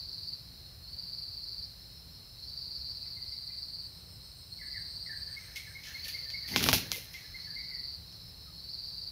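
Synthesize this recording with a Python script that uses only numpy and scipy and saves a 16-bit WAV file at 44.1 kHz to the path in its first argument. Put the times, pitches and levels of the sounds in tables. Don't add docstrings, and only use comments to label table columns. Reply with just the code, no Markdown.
import sys
import numpy as np
from scipy import signal
from scipy.fft import rfft, irfft, next_fast_len
from scipy.io import wavfile
from scipy.ndimage import map_coordinates

SR = 44100
rng = np.random.default_rng(int(sys.argv[2]) if len(sys.argv) > 2 else 0)


def inscribe(sig):
    pcm = np.round(np.clip(np.atleast_2d(sig).T, -1, 1) * 32767)
    wavfile.write(sys.argv[1], SR, pcm.astype(np.int16))


def amplitude_ratio(level_db):
    exponent = np.asarray(level_db, float) / 20
    return 10 ** exponent


N = 401751


def unit(x):
    return x / np.sqrt(np.mean(x ** 2) + 1e-20)


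def white():
    return rng.standard_normal(N)


def along(points, hz):
    f, v = np.transpose(points)
    return np.interp(np.log(hz + 1), np.log(f + 1), v)


def wobble(rate):
    knots = rng.standard_normal(int(N * rate / SR) + 4)
    return map_coordinates(knots, [np.arange(N) * rate / SR])


def filtered(x, response):
    m = next_fast_len(N + SR // 2)
    return irfft(rfft(x, m) * response(np.fft.rfftfreq(m, 1 / SR)), m)[..., :N]


def coloured(x, spectrum):
    return unit(filtered(x, lambda hz: amplitude_ratio(along(spectrum, hz))))


def resonant(x, modes):
    def ring(f):
        total = 0
        for k, (centre, width, db) in enumerate(modes):
            damping = 1j * f * width
            total = total + (-1) ** k * amplitude_ratio(db) * damping / (centre * centre - f * f + damping)
        return total
    return unit(filtered(x, lambda f: ring(f) ** 2))


def band(x, lo_hz, hi_hz, order=4):
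    return signal.sosfilt(signal.butter(order, [lo_hz, hi_hz], "band", fs=SR, output="sos"), x)


def clicks(rate, scatter, size_db, noise):
    count = int(N * rate / SR)
    drift = .16 * wobble(12)[np.arange(count) * N // count]
    at = (np.arange(count) + drift + scatter * rng.standard_normal(count)) * SR / rate
    sizes = amplitude_ratio(size_db * rng.standard_normal(count))
    train = np.bincount(np.clip(at, 0, N - 1).astype(int), sizes, N)
    return unit(train - train.mean()) + noise * white()


def pulsing(runs):
    k = np.arange(40)
    times = []
    for first, end, hz, faster in runs:
        s = first + 2 * k / (hz + np.sqrt(np.abs(hz ** 2 + 2 * faster * k)))
        times.append(s[s < end])
    return np.concatenate(times)


def swells(times, db, scatter_db, rise, fall, square):
    t = np.arange(-SR // 5, SR // 5 + 1) / SR
    bell = np.exp(-.5 * np.abs(t / np.where(t < 0, rise, fall)) ** square)
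    marks, at = np.zeros(N), np.round(times * SR).astype(int)
    marks[at] = amplitude_ratio(db + scatter_db * rng.standard_normal(len(at)))
    return signal.fftconvolve(marks, bell, "same")


def surge(s, db, rise, fall):
    t = np.arange(N) / SR - s
    return amplitude_ratio(db - np.abs(np.where(t < 0, rise, fall) * t))


def notes(rows, length, bend, rough):
    out, u = np.zeros(N), np.linspace(0, 1, round(length * SR))
    flutter = 1 + rough * wobble(260)
    for s, db, hz in rows:
        phase = 2 * np.pi * np.cumsum(hz * bend(u)) / SR
        out[round((s - .004) * SR):][:len(u)] += amplitude_ratio(db) * np.sin(np.pi * u) ** .6 * np.sin(phase)
    return out * flutter


# pitch_hz, t60_s
TRUNK_ECHO = [(200, 0.16), (2000, 0.56), (6000, 0.45), (14000, 0.067)]


def echoes(x, delay):
    hz, t, z = signal.stft(rng.standard_normal(SR * 3 // 4), SR, nperseg=256)
    tail = signal.istft(z * amplitude_ratio(-60 * t / along(TRUNK_ECHO, hz)[:, None]), SR, nperseg=256)[1]
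    return signal.fftconvolve(np.pad(x, (round(delay * SR), 0)), tail / np.linalg.norm(tail))[:N]


# pitch_hz, level_db
HISS_COLOUR = [(3350, -23), (5700, -8), (5870, -11), (7170, -9.5), (8160, -8), (8740, -5.5), (9910, -5.5),
               (12300, -4.5), (14900, -2.5), (15700, -6), (16000, -11)]


def microphone_hiss():
    unlike_colour = [(25, -14), (125, -16), (500, -8.0), (4000, -13), (9000, -6.0), (16000, -6)]
    hiss = amplitude_ratio(-63.5) * coloured(white(), HISS_COLOUR)
    unlike = amplitude_ratio(-66) * coloured(white(), unlike_colour)
    return hiss + unlike * [[1], [-1]]


# pitch_hz, level_db
RUMBLE_COLOUR = [(15, -43), (25, -48), (40, -5), (64, -2), (114, -6), (140, -11), (173, -8.5), (196, -22.5),
                 (222, -19.5), (316, -24.5), (578, -27), (628, -28), (1500, -32), (2640, -32.5),
                 (3600, -33.5), (4680, -60), (7920, -120)]
# peak_s, level_db, rise_db_per_s, fall_db_per_s
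LEAP_GUST = (6.5, -71, 132, 35)
TRAFFIC_DB, TRAFFIC_SWAY_DB = -54, .45


def grove():
    level = amplitude_ratio(TRAFFIC_DB + TRAFFIC_SWAY_DB * wobble(2.93)) + surge(*LEAP_GUST)
    return level * coloured(white(), RUMBLE_COLOUR)


# start_s, end_s, rate_hz, speeding_up_hz_per_s
CICADA_PHRASES = [
    (0.0, 0.36, 21.8, -6),
    (0.844, 1.65, 20.7, -1.2),
    (2.395, 2.93, 21.8, -1.2),
    (2.968, 3.24, 19.3, 2.9),
    (3.285, 3.87, 20.55, -4.3),
    (4.532, 5.35, 21.3, -3.2),
    (5.953, 6.56, 20.45, 1.6),
    (7.356, 7.96, 19.95, 2),
    (8.55, 9.1, 20.05, 2.9),
]
# pitch_hz, width_hz, level_db
SLACK_MEMBRANE = [(4320, 240, 0)]
HALF_TIGHT_MEMBRANE = [(4500, 240, 0)]
# pitch_hz, level_db
TIGHT_MEMBRANE = [(4300, -16), (4400, -6), (4500, -2), (4640, 0), (4780, -3), (4850, -14), (5050, -24),
                  (5300, -60)]
# pitch_hz, width_hz, level_db
AIR_SAC = [(4242, 214, 3.5), (3937, 160, -3)]
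CICADA_DB = -44
OPENING_DB, OPENING_S = 7, .075


def cicada():
    times = pulsing(CICADA_PHRASES)
    starts = times[np.diff(times, prepend=-.05) > .2] - .03

    def age(t):
        return t - np.append(-1, starts)[np.searchsorted(starts, t)]

    phrase_age = age(np.arange(N) / SR)
    half = np.clip((phrase_age - .04) / .08, 0, 1)
    tight = np.clip((phrase_age - .12) / .06, 0, 1)
    level_db = CICADA_DB - OPENING_DB * np.exp(-(age(times) / OPENING_S) ** 1.14)
    throb = swells(times, level_db, scatter_db=-0.35, rise=0.015, fall=0.015, square=2.87)
    breath = swells(times, level_db, scatter_db=2.2, rise=0.0068, fall=0.033, square=1.3)
    sac = swells(times, level_db, scatter_db=0.5, rise=0.025, fall=0.06, square=1.15)
    drive = clicks(136.6, scatter=.02, size_db=.8, noise=1.05)
    membrane = (1 - half) * resonant(drive, SLACK_MEMBRANE)
    membrane += (half - tight) * resonant(drive, HALF_TIGHT_MEMBRANE)
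    membrane += tight * coloured(drive, [(4000, -92)] + TIGHT_MEMBRANE)
    belly = (amplitude_ratio(-13) * throb + amplitude_ratio(-19) * sac) * resonant(drive + 2.4 * white(), AIR_SAC)
    song = (throb + amplitude_ratio(-13.0) * breath) * membrane + belly
    return song + amplitude_ratio(-13) * echoes(song, delay=.006)


# time_s, level_db
INSECT_STRENGTH = [(0.0, -60), (0.83, -65), (1.6, -61), (2.08, -64.5), (2.81, -60.5), (3.93, -64),
                   (6.44, -61), (6.75, -55), (6.98, -63.5), (7.23, -61), (8.83, -62), (9.11, -62)]


def insect_strength():
    return amplitude_ratio(np.interp(np.arange(N) / SR, *np.transpose(INSECT_STRENGTH)))


# pitch_hz, level_db
INSECT_COLOUR = [(2120, -48), (3600, -20), (3840, -3), (4090, 5), (4310, 5), (4430, 1.5), (4570, -4),
                 (4630, -5), (5000, -3), (6500, -25), (11000, -120)]
CHORUS_DB = 9


def far_chorus(strength):
    return strength * amplitude_ratio(CHORUS_DB + 1.3 * wobble(9.7)) * coloured(white(), INSECT_COLOUR)


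# start_s, end_s, rate_hz, speeding_up_hz_per_s
KATYDID_RUNS = [
    (0.116, 1.7, 6.54, .04),
    (1.82, 3.2, 6.19, .24),
    (3.327, 7.05, 6.3, -.02),
    (7.135, 8.0, 6.23, .96),
    (8.116, 9.1, 6.19, .96),
]
# pitch_hz, width_hz, level_db
KATYDID_RESONANCES = [(5140, 290, 2), (5425, 130, 1.5)]
KATYDID_DB = 3


def katydid(strength):
    rasp = swells(pulsing(KATYDID_RUNS), KATYDID_DB, scatter_db=1.6, rise=0.045, fall=0.042, square=2.3)
    teeth = clicks(190, scatter=.2, size_db=0.0, noise=1.0)
    return strength * (rasp + amplitude_ratio(-11)) * resonant(teeth, KATYDID_RESONANCES)


# start_s, end_s, rate_hz, speeding_up_hz_per_s
CRICKET_RUN = [(2.9, 5.78, 7.23, .18)]
# pitch_hz, width_hz, level_db
CRICKET_RESONANCES = [(8120, 84, -0.5), (8420, 190, -0.5), (8970, 200, -4.5)]
CRICKET_DB, CRICKET_FULL_S, CRICKET_GROWS_DB_PER_S = -58.5, 4.76, 6


def cricket():
    chirps = pulsing(CRICKET_RUN)
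    growing_db = CRICKET_DB - CRICKET_GROWS_DB_PER_S * np.maximum(CRICKET_FULL_S - chirps, 0)
    chirp = swells(chirps + .008, growing_db - 4, scatter_db=-0.2, rise=0.043, fall=0.022, square=1.5)
    teeth = clicks(118, scatter=.05, size_db=1.5, noise=1.1)
    return chirp * resonant(teeth, CRICKET_RESONANCES)


# start_s, level_db, pitch_hz
FARTHER_BIRD = [(3.03, -67, 2550), (3.05, -69, 2350), (3.06, -65, 2050), (3.08, -69, 2250),
                (3.17, -56.5, 2100), (3.215, -66, 2030), (3.32, -58.5, 2090), (3.49, -58, 2055),
                (3.5, -65, 2400), (3.52, -72, 2070)]
# start_s, level_db, end_pitch_hz
FALLING_NOTES = [(4.59, -51.5, 1955), (4.73, -48, 1934), (5.058, -50, 1880), (5.27, -57.5, 1604),
                 (7.68, -65, 1515), (7.7, -49.5, 1990)]
# start_s, level_db, pitch_hz
LOW_NOTES = [(4.6188, -51.5, 1735), (4.7654, -44.5, 1753), (5.0929, -42.5, 1770), (5.2835, -58, 1780),
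             (5.4806, -53, 1746), (5.671, -51, 1740), (5.8717, -51.5, 1745), (6.0588, -51, 1794),
             (6.2592, -51.5, 1796), (6.4482, -51, 1860), (6.852, -50, 1690), (7.0656, -60, 1780),
             (7.242, -58, 1735), (7.4709, -50.5, 1730)]
# start_s, level_db, top_pitch_hz
HIGH_NOTES = [(5.3672, -41.5, 2214), (5.5598, -39.5, 2220), (5.7518, -41, 2217), (5.9484, -40.5, 2184),
              (6.1439, -40, 2180), (6.3395, -38.5, 2210), (6.5395, -38, 2135), (6.9354, -39.5, 2133),
              (7.1447, -41.5, 2137), (7.3452, -41.5, 2140), (7.5607, -42, 2146)]


def bird():
    high = notes(HIGH_NOTES, .03, lambda u: 1.005 - .07 * (1 - u) ** 3 - .07 * u ** 3, rough=.25)
    low = notes(LOW_NOTES + FARTHER_BIRD, 0.028, lambda u: 1.005 - 0.015 * u, rough=0.43)
    falling = notes(FALLING_NOTES, 0.049, lambda u: 1 + 0.1275 * (1 - u) ** 1.45, rough=0.99)
    leaves = 1 + 1.5 * wobble(340)
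    scattered = (amplitude_ratio(-12.5) * high + amplitude_ratio(-11.5) * low + amplitude_ratio(-11) * falling) * leaves
    return high + low + falling + echoes(scattered, delay=0.02)


# start_s, level_db, pitch_hz
ROOSTER_CLUCKS = [(5.26, -71.5, 532), (6.04, -65, 549), (6.13, -68, 564), (6.22, -65, 522), (6.3, -68, 556),
                  (6.83, -56.5, 530), (6.94, -54.5, 482), (6.98, -62, 556), (8.46, -65, 1260)]


def clucks():
    return notes(ROOSTER_CLUCKS, 0.056, lambda u: 1.03 - 0.05 * u, rough=1.0)


# peak_s, rustle_level_db, swish_relative_db, rise_db_per_s, fall_db_per_s
WING_BEATS = [(5.459, -60.5, 5.5, 42, 51), (5.6, -63, 4, 80, 62), (5.885, -55.5, 3, 145, 80),
              (6.05, -56.5, -4, 63, 46), (6.22, -76, 11, 60, 40), (6.54, -49.5, 7.5, 212, 49),
              (6.65, -51, -4, 95, 33), (6.8, -52.5, -14, 55, 97), (7.03, -70, -18, 53, 38),
              (7.16, -67.5, 8, 72, 45), (7.39, -70, 8, 64, 38)]
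# pitch_hz, level_db
FEATHER_COLOUR = [(3530, -9), (6000, -9.5), (8100, -24), (9940, -6), (13000, -5), (14400, -4), (15400, -3),
                  (16000, -10)]
# pitch_hz, level_db
VANE_COLOUR = [(290, -57), (500, -5.5), (587, 2.5), (922, -11), (1150, 1), (2060, 13), (2730, 3),
               (6500, 7.5), (8450, -99), (14300, -120)]


def wing_beats():
    fine = unit(amplitude_ratio(2.5 * wobble(900)) * white())
    coarse = unit(amplitude_ratio(3.5 * wobble(500)) * white())
    rubbing = sum(surge(s, db, rise, fall) for s, db, vane_db, rise, fall in WING_BEATS)
    sweeping = sum(surge(s, db + vane_db, rise, fall) for s, db, vane_db, rise, fall in WING_BEATS)
    rustle = rubbing * coloured(fine, FEATHER_COLOUR)
    swish = sweeping * coloured(coarse, VANE_COLOUR)
    return amplitude_ratio(-4.0) * (rustle + swish)


# start_s, mid_level_db, treble_level_db, t60_s
FEATHER_RUFFLES = [(5.555, -39, -48, 0.31), (5.831, -44, -62, 0.85), (6.04, -43, -49.5, 0.74),
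                   (6.078, -36.5, -42, 0.17), (6.298, -46, -59, 0.23), (6.475, -42, -48, 1),
                   (6.561, -25.5, -35.5, 0.32), (6.624, -27.5, -34, 0.36), (6.663, -30, -31, 0.17),
                   (6.687, -23.5, -32, 0.14), (6.729, -18, -25, 0.21), (6.918, -34, -38.5, 0.3),
                   (6.961, -41.5, -45, 0.35), (7.131, -46, -56, 0.51)]


def ruffles():
    quills, barbs = np.zeros((2, N))
    t = np.arange(SR // 3) / SR
    for s, mid_db, treble_db, t60 in FEATHER_RUFFLES:
        i, noise = round(s * SR), rng.standard_normal((2, len(t)))
        shake = amplitude_ratio(4 - 60 * t / t60) * (1 - np.exp(-(t / .004) ** 2))
        quills[i:i + len(t)] += amplitude_ratio(mid_db) * shake * noise[0]
        barbs[i:i + len(t)] += amplitude_ratio(treble_db) * shake * noise[1]
    return band(quills * amplitude_ratio(1.9 * wobble(400)), 2070, 6080) + band(barbs, 9600, 15500)


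# start_s, level_db, treble_relative_db, thud_relative_db, centre_hz
WING_CLAPS = [(5.5584, -31, -16, -28, 4000), (5.5672, -29, -13, -28, 4000), (6.0814, -31, -5, -30, 5200),
              (6.56, -5, -18, -17, 3100), (6.6064, -21, -14, -12, 2400), (6.614, -22, -20, -6, 1600),
              (6.6258, -20, -5, -12, 3500), (6.6393, -9, -7, -25, 4000), (6.6614, -19, -5, -5, 2500),
              (6.6867, -5, -15, -9, 3500), (6.7141, -17, -12, -14, 3800), (6.7287, -6, -6, -10, 2800),
              (6.7444, -15, -7, -20, 3800), (6.9162, -11, -13, -24, 4700), (7.1402, -31, -18, -31, 3200)]
# start_s, level_db, treble_relative_db
QUILL_TICKS = [(5.855, -35, -20), (5.8705, -34, -20), (5.8844, -34, -20), (5.891, -34, -20),
               (6.2485, -39, -20), (6.3014, -32, -16), (6.944, -36, 2), (6.9594, -28, 0), (7.044, -42, 6),
               (7.056, -46, 6), (7.132, -44, 6), (8.1254, -42, -12)]
TICK_THUD_DB, TICK_HZ = -26, 4300
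CLAP_SPREAD = 1.55


def claps():
    mid, treble, thud = np.zeros((3, N))
    t = np.arange(SR // 3) / SR
    crack = np.zeros(len(t))
    crack[[50, 104]] = 1, .3
    burst = amplitude_ratio(-13 - 60 * t / .016) * (t > .001)
    thud_burst = amplitude_ratio(8 - 60 * t / .035) * (t > .001)
    ticks = [(*tick, TICK_THUD_DB, TICK_HZ) for tick in QUILL_TICKS]
    for s, db, treble_db, thud_db, hz in WING_CLAPS + ticks:
        i, noise = round(s * SR), rng.standard_normal((3, len(t)))
        struck = amplitude_ratio(15) * crack + burst * noise[0]
        mid[i:i + len(t)] += amplitude_ratio(db) * band(struck, hz / CLAP_SPREAD, hz * CLAP_SPREAD, order=2)
        treble[i:i + len(t)] += amplitude_ratio(db + treble_db) * (amplitude_ratio(13) * crack + burst * noise[1])
        thud[i:i + len(t)] += amplitude_ratio(db + thud_db) * (amplitude_ratio(16) * crack + thud_burst * noise[2])
    return band(mid, 800, 6600) + band(treble, 9600, 15500) + band(thud, 250, 1500)


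# peak_s, level_db, fall_db_per_s
AIR_PUSHES = [
    (6.52, -44, 55),
    (6.566, -39.5, 97),
    (6.63, -42, 115),
    (6.68, -39, 121),
    (6.735, -36.5, 287),
    (6.916, -54, 196),
]
# pitch_hz, level_db
AIR_COLOUR = [(18, -38), (30, -22), (65, -1), (194, -4), (233, -1.5), (423, -14), (587, -23), (900, -17),
              (1170, -52), (1980, -120)]
PUSH_RISE_DB_PER_S = 420


def pushed_air():
    gain = sum(surge(s, db, PUSH_RISE_DB_PER_S, fall) for s, db, fall in AIR_PUSHES)
    return gain * coloured(white(), AIR_COLOUR)


def scene():
    strength = insect_strength()
    insects = far_chorus(strength) + katydid(strength) + cricket()
    blows = ruffles() + claps()
    blows = blows + amplitude_ratio(-18) * echoes(blows, delay=.008)
    mix = grove() + cicada() + insects + bird() + clucks() + wing_beats() + blows + pushed_air()
    return np.tile(mix, (2, 1))


def top_cut(x):
    return signal.sosfilt(signal.butter(12, 16510, fs=SR, output="sos"), x)


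def record(dry):
    def response(hz):
        bass_cut = hz ** 4 / (hz ** 4 + 36. ** 4)
        return bass_cut * np.where(hz < 15680, 1, .04)

    mix = filtered(dry + microphone_hiss(), response)
    return top_cut(mix)


dry = scene()
out = record(dry)
inscribe(out)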